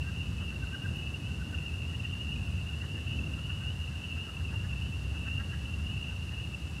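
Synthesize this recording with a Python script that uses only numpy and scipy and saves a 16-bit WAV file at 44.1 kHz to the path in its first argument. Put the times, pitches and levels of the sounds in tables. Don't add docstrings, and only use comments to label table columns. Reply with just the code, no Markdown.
import sys
import numpy as np
from scipy import signal
from scipy.fft import rfft, irfft
from scipy.io import wavfile
from scipy.ndimage import uniform_filter1d

SR = 44100
rng = np.random.default_rng(int(sys.argv[2]) if len(sys.argv) > 2 else 0)


def wrap_up_sound(samples):
    columns = np.atleast_2d(samples).T
    tamed = np.clip(columns, -1, 1)
    steps = np.round(tamed * 32767).astype(np.int16)
    wavfile.write(sys.argv[1], SR, steps)


N = 299880
PEEP_LEAD_S, NOTE_LEAD_S = .25, .1
NOTE_TIME = np.arange(-SR // 10, SR // 20) / SR
NOTE_SWELL_S = .017


def far_peepers(count=64, low_hz=2585, high_hz=3005, period_s=.85, scatter_hz=20, flutter_db=1.97):
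    # t/s, level/dB
    levels = [(0.0, -46.5), (.12, -46.5), (.22, -45.5), (.35, -51), (.42, -45), (.52, -46.5), (.605, -53),
              (.67, -46.5), (.8, -47), (1.03, -44.5), (1.19, -49), (1.27, -46.5), (1.43, -49), (1.66, -47),
              (1.77, -47.5), (1.96, -47), (2.15, -47), (2.25, -43.5), (2.48, -46.5), (2.68, -48.5),
              (2.77, -48.5), (2.85, -46), (3.15, -47), (3.35, -50), (3.55, -45.5), (3.72, -48),
              (3.9, -48.5), (4.17, -44), (4.32, -49.5), (4.68, -47), (4.8, -46), (5.08, -49), (5.3, -44),
              (5.52, -48.5), (6.04, -45), (6.2, -48), (6.4, -44.5), (6.66, -51.5), (6.8, -48.5)]
    spots = np.zeros((8, N))
    for k, pitch in enumerate(np.linspace(0, 1, count)):
        start, pace, distance, length = rng.random(4)
        hz = low_hz + pitch * (high_hz - low_hz)
        swell_s = .008 + .05 * length ** 2
        gain = from_db(-8 * distance - 12.5 * (2 * pitch - 1) ** 2)
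        beats = np.arange(-1, 11) + start + rng.normal(0, .07, 12)
        times = beats * period_s * (.8 + .4 * pace)
        for s, detune in zip(times, rng.standard_normal(len(times))):
            if s < N / SR:
                call = peep(hz + scatter_hz * detune, swell_s, swell_s / 2, glide_hz_per_s=2315)
                add(spots[k % len(spots)], gain * call, s)
    chorus = sum(spot + from_db(-1) * wood(spot, build_s=.017) for spot in spots)
    flutter = flutter_db * drift(int(.015 * SR), N)
    return from_db(in_time(levels) + flutter) * steady(chorus, span_s=.07)


def whistles_and_flickers(whistle_swell_s=.048, flicker_swell_s=.0069, flicker_glide_hz_per_s=2800):
    # t/s, f/Hz, level/dB, glide/(Hz/s)
    whistles = [(.205, 2802, -43.5, 2000), (0.454, 2820, -44, 2000), (0.75, 2884, -43.5, 2440),
                (1.665, 2800, -41, 1800), (2.213, 2865, -41.5, 2030), (2.326, 2876, -40, 2570),
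                (3.123, 2887, -39, 2010), (3.393, 2803, -45, 1960), (3.535, 2885, -41, 2000),
                (3.686, 2860, -40, 4620), (3.823, 2876, -42.5, 2000), (4.085, 2845, -47, 1800),
                (4.225, 2850, -41.5, 2000), (4.961, 2840, -49, 1810), (5.321, 2740, -40, 1500),
                (5.901, 2886, -42.5, 2000), (6.086, 2860, -48, 1990)]
    # t/s, f/Hz, level/dB
    flickers = [(.163, 2790, -39.5), (0.217, 2765, -34), (.39, 2640, -37.5), (.566, 2730, -38),
                (0.629, 2720, -35.5), (1.146, 2770, -33), (1.32, 2720, -38.5), (1.55, 2800, -36),
                (1.592, 2780, -41.5), (1.665, 2850, -44), (1.698, 2640, -39.5), (1.824, 2790, -34.5),
                (2.004, 2740, -35), (2.056, 2790, -31.5), (2.136, 2790, -33), (2.364, 2540, -41.5),
                (2.395, 2600, -42), (2.431, 2750, -40), (2.695, 2835, -39.5), (2.735, 2815, -38),
                (2.819, 2775, -36.5), (2.96, 2780, -36.5), (3.082, 2750, -35), (3.194, 2670, -34),
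                (3.243, 2760, -36), (3.271, 2780, -36), (3.341, 2810, -35.5), (3.501, 2780, -36.5),
                (3.655, 2810, -40), (3.807, 2760, -39), (3.958, 2810, -38.5), (4.041, 2740, -37),
                (4.109, 2800, -39), (4.187, 2750, -39), (4.374, 2725, -37), (4.455, 2720, -36.5),
                (4.495, 2580, -41.5), (4.542, 2760, -38.5), (4.564, 2805, -36), (4.602, 2730, -36.5),
                (4.733, 2710, -35), (4.841, 2795, -38.5), (5.257, 2780, -38), (5.356, 2750, -39),
                (5.383, 2810, -34), (5.742, 2760, -35.5), (6.031, 2820, -35), (6.387, 2780, -36.5),
                (6.448, 2830, -39.5), (6.55, 2710, -35)]
    tones = [(*row, whistle_swell_s) for row in whistles]
    tones += [(*row, flicker_glide_hz_per_s, flicker_swell_s) for row in flickers]
    direct = np.zeros(N)
    for s, hz, db, glide_hz_per_s, swell_s in tones:
        tone = peep(hz, swell_s, .65 * swell_s, glide_hz_per_s)
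        add(direct, from_db(db) * tone, s - PEEP_LEAD_S)
    return direct + from_db(-10) * wood(direct, build_s=.016)


def peep(hz, rise_s, fall_s, glide_hz_per_s):
    t = np.arange(-SR // 4, SR // 10) / SR
    envelope = np.exp(-(t / np.where(t < 0, rise_s, fall_s)) ** 2)
    return envelope * np.sin(2 * np.pi * (hz * t + .5 * glide_hz_per_s * t ** 2))


def chucklers(far_runs=20, far_db=-60, far_gap_s=.118, clear_pulse_hz=407, raspy_pulse_hz=114.6):
    # delay t/s, relative level/dB
    echoes = [(.041, -15), (.095, -17)]
    direct = np.zeros(N)
    for s, db, hz, rasp, swell_s in chuckle_notes():
        pulse_hz = clear_pulse_hz + rasp * (raspy_pulse_hz - clear_pulse_hz)
        add(direct, from_db(db) * chuckle(hz, pulse_hz, rasp, swell_s), s - NOTE_LEAD_S)
    for start, pitch, roughness in rng.random((far_runs, 3)):
        for note in range(3):
            call = chuckle(1300 + 550 * pitch, pulse_hz=280, rasp=.307 + .235 * roughness, swell_s=.033)
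            add(direct, from_db(far_db) * call, start * N / SR + note * far_gap_s)
    direct = signal.sosfilt(signal.butter(12, 2000, fs=SR, output="sos"), direct)
    heard = direct + from_db(-11.5) * wood(direct, build_s=.06)
    for delay_s, db in echoes:
        add(heard, from_db(db) * direct, delay_s)
    return heard


def chuckle_notes(last_note_db=-.5):
    # t/s, notes, spacing/s, level/dB, growth/(dB/note), f/Hz, climb/(Hz/note), rasp (0-1)
    runs = [(.422, 3, 0.1, -49.5, 2, 1360, 161, 0.62), (.749, 3, .11, -37.5, 5, 1622, 20, 0.12),
            (1.42, 3, 0.12, -43.5, 7, 1570, -15, 0.16), (1.941, 2, 0.11, -51, 3, 1960, 1, 0.3),
            (2.84, 2, .138, -47.5, 0, 1716, 59, 0.62), (3.505, 3, .12, -48.5, 2, 1487, 100.5, .35),
            (4.529, 5, 0.12, -46, 3.5, 1632, 89, 0.55), (5.406, 3, 0.13, -41.3, 1.5, 1645, 50, 0.48)]
    # t/s, level/dB, f/Hz, rasp (0-1), swell/s
    further_notes = [(.095, -47, 1620, 0.3, 0.049), (2.708, -50, 1540, 0.26, .016),
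                     (2.737, -56, 1830, .2, .01), (2.83, -49, 2020, 0.22, 0.018),
                     (3.665, -53, 1560, 0.34, 0.046), (3.905, -52.5, 1720, .5, .016),
                     (4.175, -51.5, 1560, .55, .016), (4.293, -47.5, 1370, 0.22, .012),
                     (4.546, -49, 914, 0.33, 0.01284), (5.155, -49, 1520, .6, .022),
                     (5.55, -53, 1960, 0.3, .012), (6.13, -53, 1570, 0.2, 0.033),
                     (6.326, -50, 1850, 0.55, .027)]
    for s, notes, gap_s, db, growth_db, hz, climb_hz, rasp in runs:
        for k in range(2 - round(notes), 2):
            relative_db = last_note_db if k > 0 else k * growth_db
            yield s + k * gap_s, db + relative_db, hz + k * climb_hz, rasp, NOTE_SWELL_S
    yield from further_notes


def chuckle(hz, pulse_hz, rasp, swell_s, droop_s=.0058, upper_db=1, chest_db=2.5, ragged_db=4):
    t = NOTE_TIME
    climb = (1.9 + 2.497 * rasp) * t * NOTE_SWELL_S / swell_s
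    droop = .085 * (1 - rasp) ** 3 * np.logaddexp(0, 2 * t / droop_s)
    jitter = .04 * rasp * drift(100)
    bend = np.maximum(1 + climb - droop + jitter, .75)
    slip = .8 * rasp * drift(130)
    throat_phase = 2 * np.pi * hz * np.cumsum(bend) / SR + slip
    stumble = .16 * rasp * drift(170)
    fold_phase = 2 * np.pi * (pulse_hz * np.cumsum(bend + stumble) / SR + rng.random())
    orders = np.arange(-4, 3)[:, None]
    ragged = np.array([drift(250) for _ in orders])
    colour_db = upper_db * (orders > 0) + chest_db * rasp * np.maximum(-orders - 1, 0)
    weights = np.clip(rasp, .01, .95) ** np.abs(orders) * from_db(colour_db + ragged_db * rasp * ragged)
    partials = weights * np.sin(throat_phase + orders * fold_phase)
    voice = np.sum(partials, axis=0) / np.linalg.norm(weights, axis=0)
    opening_s = 2.4 * swell_s * np.exp(-.6 * rasp)
    stop_s = .0041 + .02 * rasp
    return voice * np.exp(np.where(t < 0, t / swell_s - (t / opening_s) ** 4, -(t / stop_s) ** 2))


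def wood(sound, build_s, t60_s=1):
    t = np.arange(SR) / SR
    build_up = 1 - np.exp(-(t / build_s) ** 2)
    tail = rng.standard_normal(SR) * from_db(-60 * t / t60_s) * build_up
    tail /= np.sqrt(np.sum(tail ** 2))
    return irfft(rfft(sound) * rfft(tail, N), N)


def wind():
    # t/s, level/dB
    gusts = [(0.0, -32.5), (0.12, -37), (.34, -34), (.59, -38.5), (.65, -33), (0.75, -43), (0.89, -33.5),
             (1.0, -36.5), (1.2, -40), (1.26, -35), (1.4, -36.5), (1.95, -36), (2.1, -36), (2.17, -39),
             (2.41, -32.5), (2.47, -35.5), (2.56, -32.5), (2.73, -36.5), (3.04, -37), (3.14, -33.5),
             (3.4, -37), (3.75, -35), (4.08, -40), (4.16, -34), (4.25, -45.5), (4.39, -37.5), (4.45, -33),
             (4.7, -34.5), (5.3, -34.5), (5.68, -36.5), (5.81, -33), (5.92, -36), (6.8, -39)]
    # f/Hz, relative level/dB
    spectrum = [(20, -65), (31, -40), (42, -22.5), (53, -14), (64, -1.5), (90, -0.5), (104, -6), (140, -9),
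                (200, -18), (300, -33), (600, -67), (2000, -100)]
    return from_db(in_time(gusts)) * steady(noise(spectrum), span_s=.15)


def far_rumble(gain_db=2.5):
    # t/s, level/dB before the gain
    levels = [(0, -50), (.55, -48.5), (.8, -48.5), (1.5, -47.5), (1.7, -50.5), (1.95, -47.5), (2.2, -50),
              (2.54, -50.5), (2.7, -51.5), (2.95, -47), (3.05, -51), (3.18, -44.5), (3.46, -51.5),
              (3.63, -50.5), (3.85, -51.5), (4.25, -50), (4.55, -52), (4.88, -50), (5.05, -51), (5.4, -50),
              (6.25, -51.5), (6.8, -50.5)]
    # f/Hz, relative level/dB
    spectrum = [(60, -47), (130, 3), (220, -1.5), (300, -7), (400, -12.5), (600, -21.5), (1200, -43),
                (3000, -92)]
    return from_db(in_time(levels) + gain_db) * steady(noise(spectrum), span_s=.054)


def rustle(at_s=.959, peak_db=-64.5, attack_s=.006, decay_s=.026):
    # f/Hz, relative level/dB
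    spectrum = [(1500, -30), (5000, -2), (11000, -1), (13800, 4), (15500, -16)]
    t = np.arange(N) / SR - at_s
    envelope = np.exp(-np.abs(t) / np.where(t < 0, attack_s, decay_s))
    return from_db(peak_db) * envelope * noise(spectrum)


def hiss(level_db=-53.5):
    # f/Hz, relative level/dB
    spectrum = [(40, -4), (200, 0.5), (600, 0.5), (1100, -1), (1400, -0.5), (1900, -3), (2080, -6),
                (4000, -6), (7000, -10.5), (10300, -14), (13000, -23), (15600, -30.5)]
    return from_db(level_db) * noise(spectrum)


def noise(spectrum):
    hz, db = np.transpose(spectrum)
    bin_hz = np.maximum(np.arange(N // 2 + 1) * SR / N, 1)
    gain = from_db(np.interp(np.log(bin_hz), np.log(hz), db))
    return rms_one(irfft(rfft(rng.standard_normal(N)) * gain, N))


def drift(span_samples, length=len(NOTE_TIME)):
    return rms_one(smooth(rng.standard_normal(length), span_samples))


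def steady(x, span_s):
    return x / np.sqrt(smooth(x ** 2, int(span_s * SR)) + 1e-12)


def smooth(x, span_samples):
    return uniform_filter1d(uniform_filter1d(x, span_samples), span_samples)


def rms_one(x):
    return x / np.sqrt(np.mean(x ** 2) + 1e-20)


def from_db(db):
    return 10 ** (np.asarray(db) / 20)


def in_time(rows):
    return np.interp(np.arange(N) / SR, *np.transpose(rows))


def add(out, sound, start_s):
    offset = int(round(start_s * SR))
    first, end = max(offset, 0), min(offset + len(sound), N)
    if end > first:
        out[first:end] += sound[first - offset:end - offset]


def scene():
    background = hiss() + far_rumble()
    frogs = whistles_and_flickers() + far_peepers() + chucklers()
    return (frogs + wind() + rustle() + background)[None]


def record(dry):
    return signal.sosfilt(signal.ellip(10, .2, 80, 15700, fs=SR, output="sos"), dry)


dry = scene()
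out = record(dry)
wrap_up_sound(out)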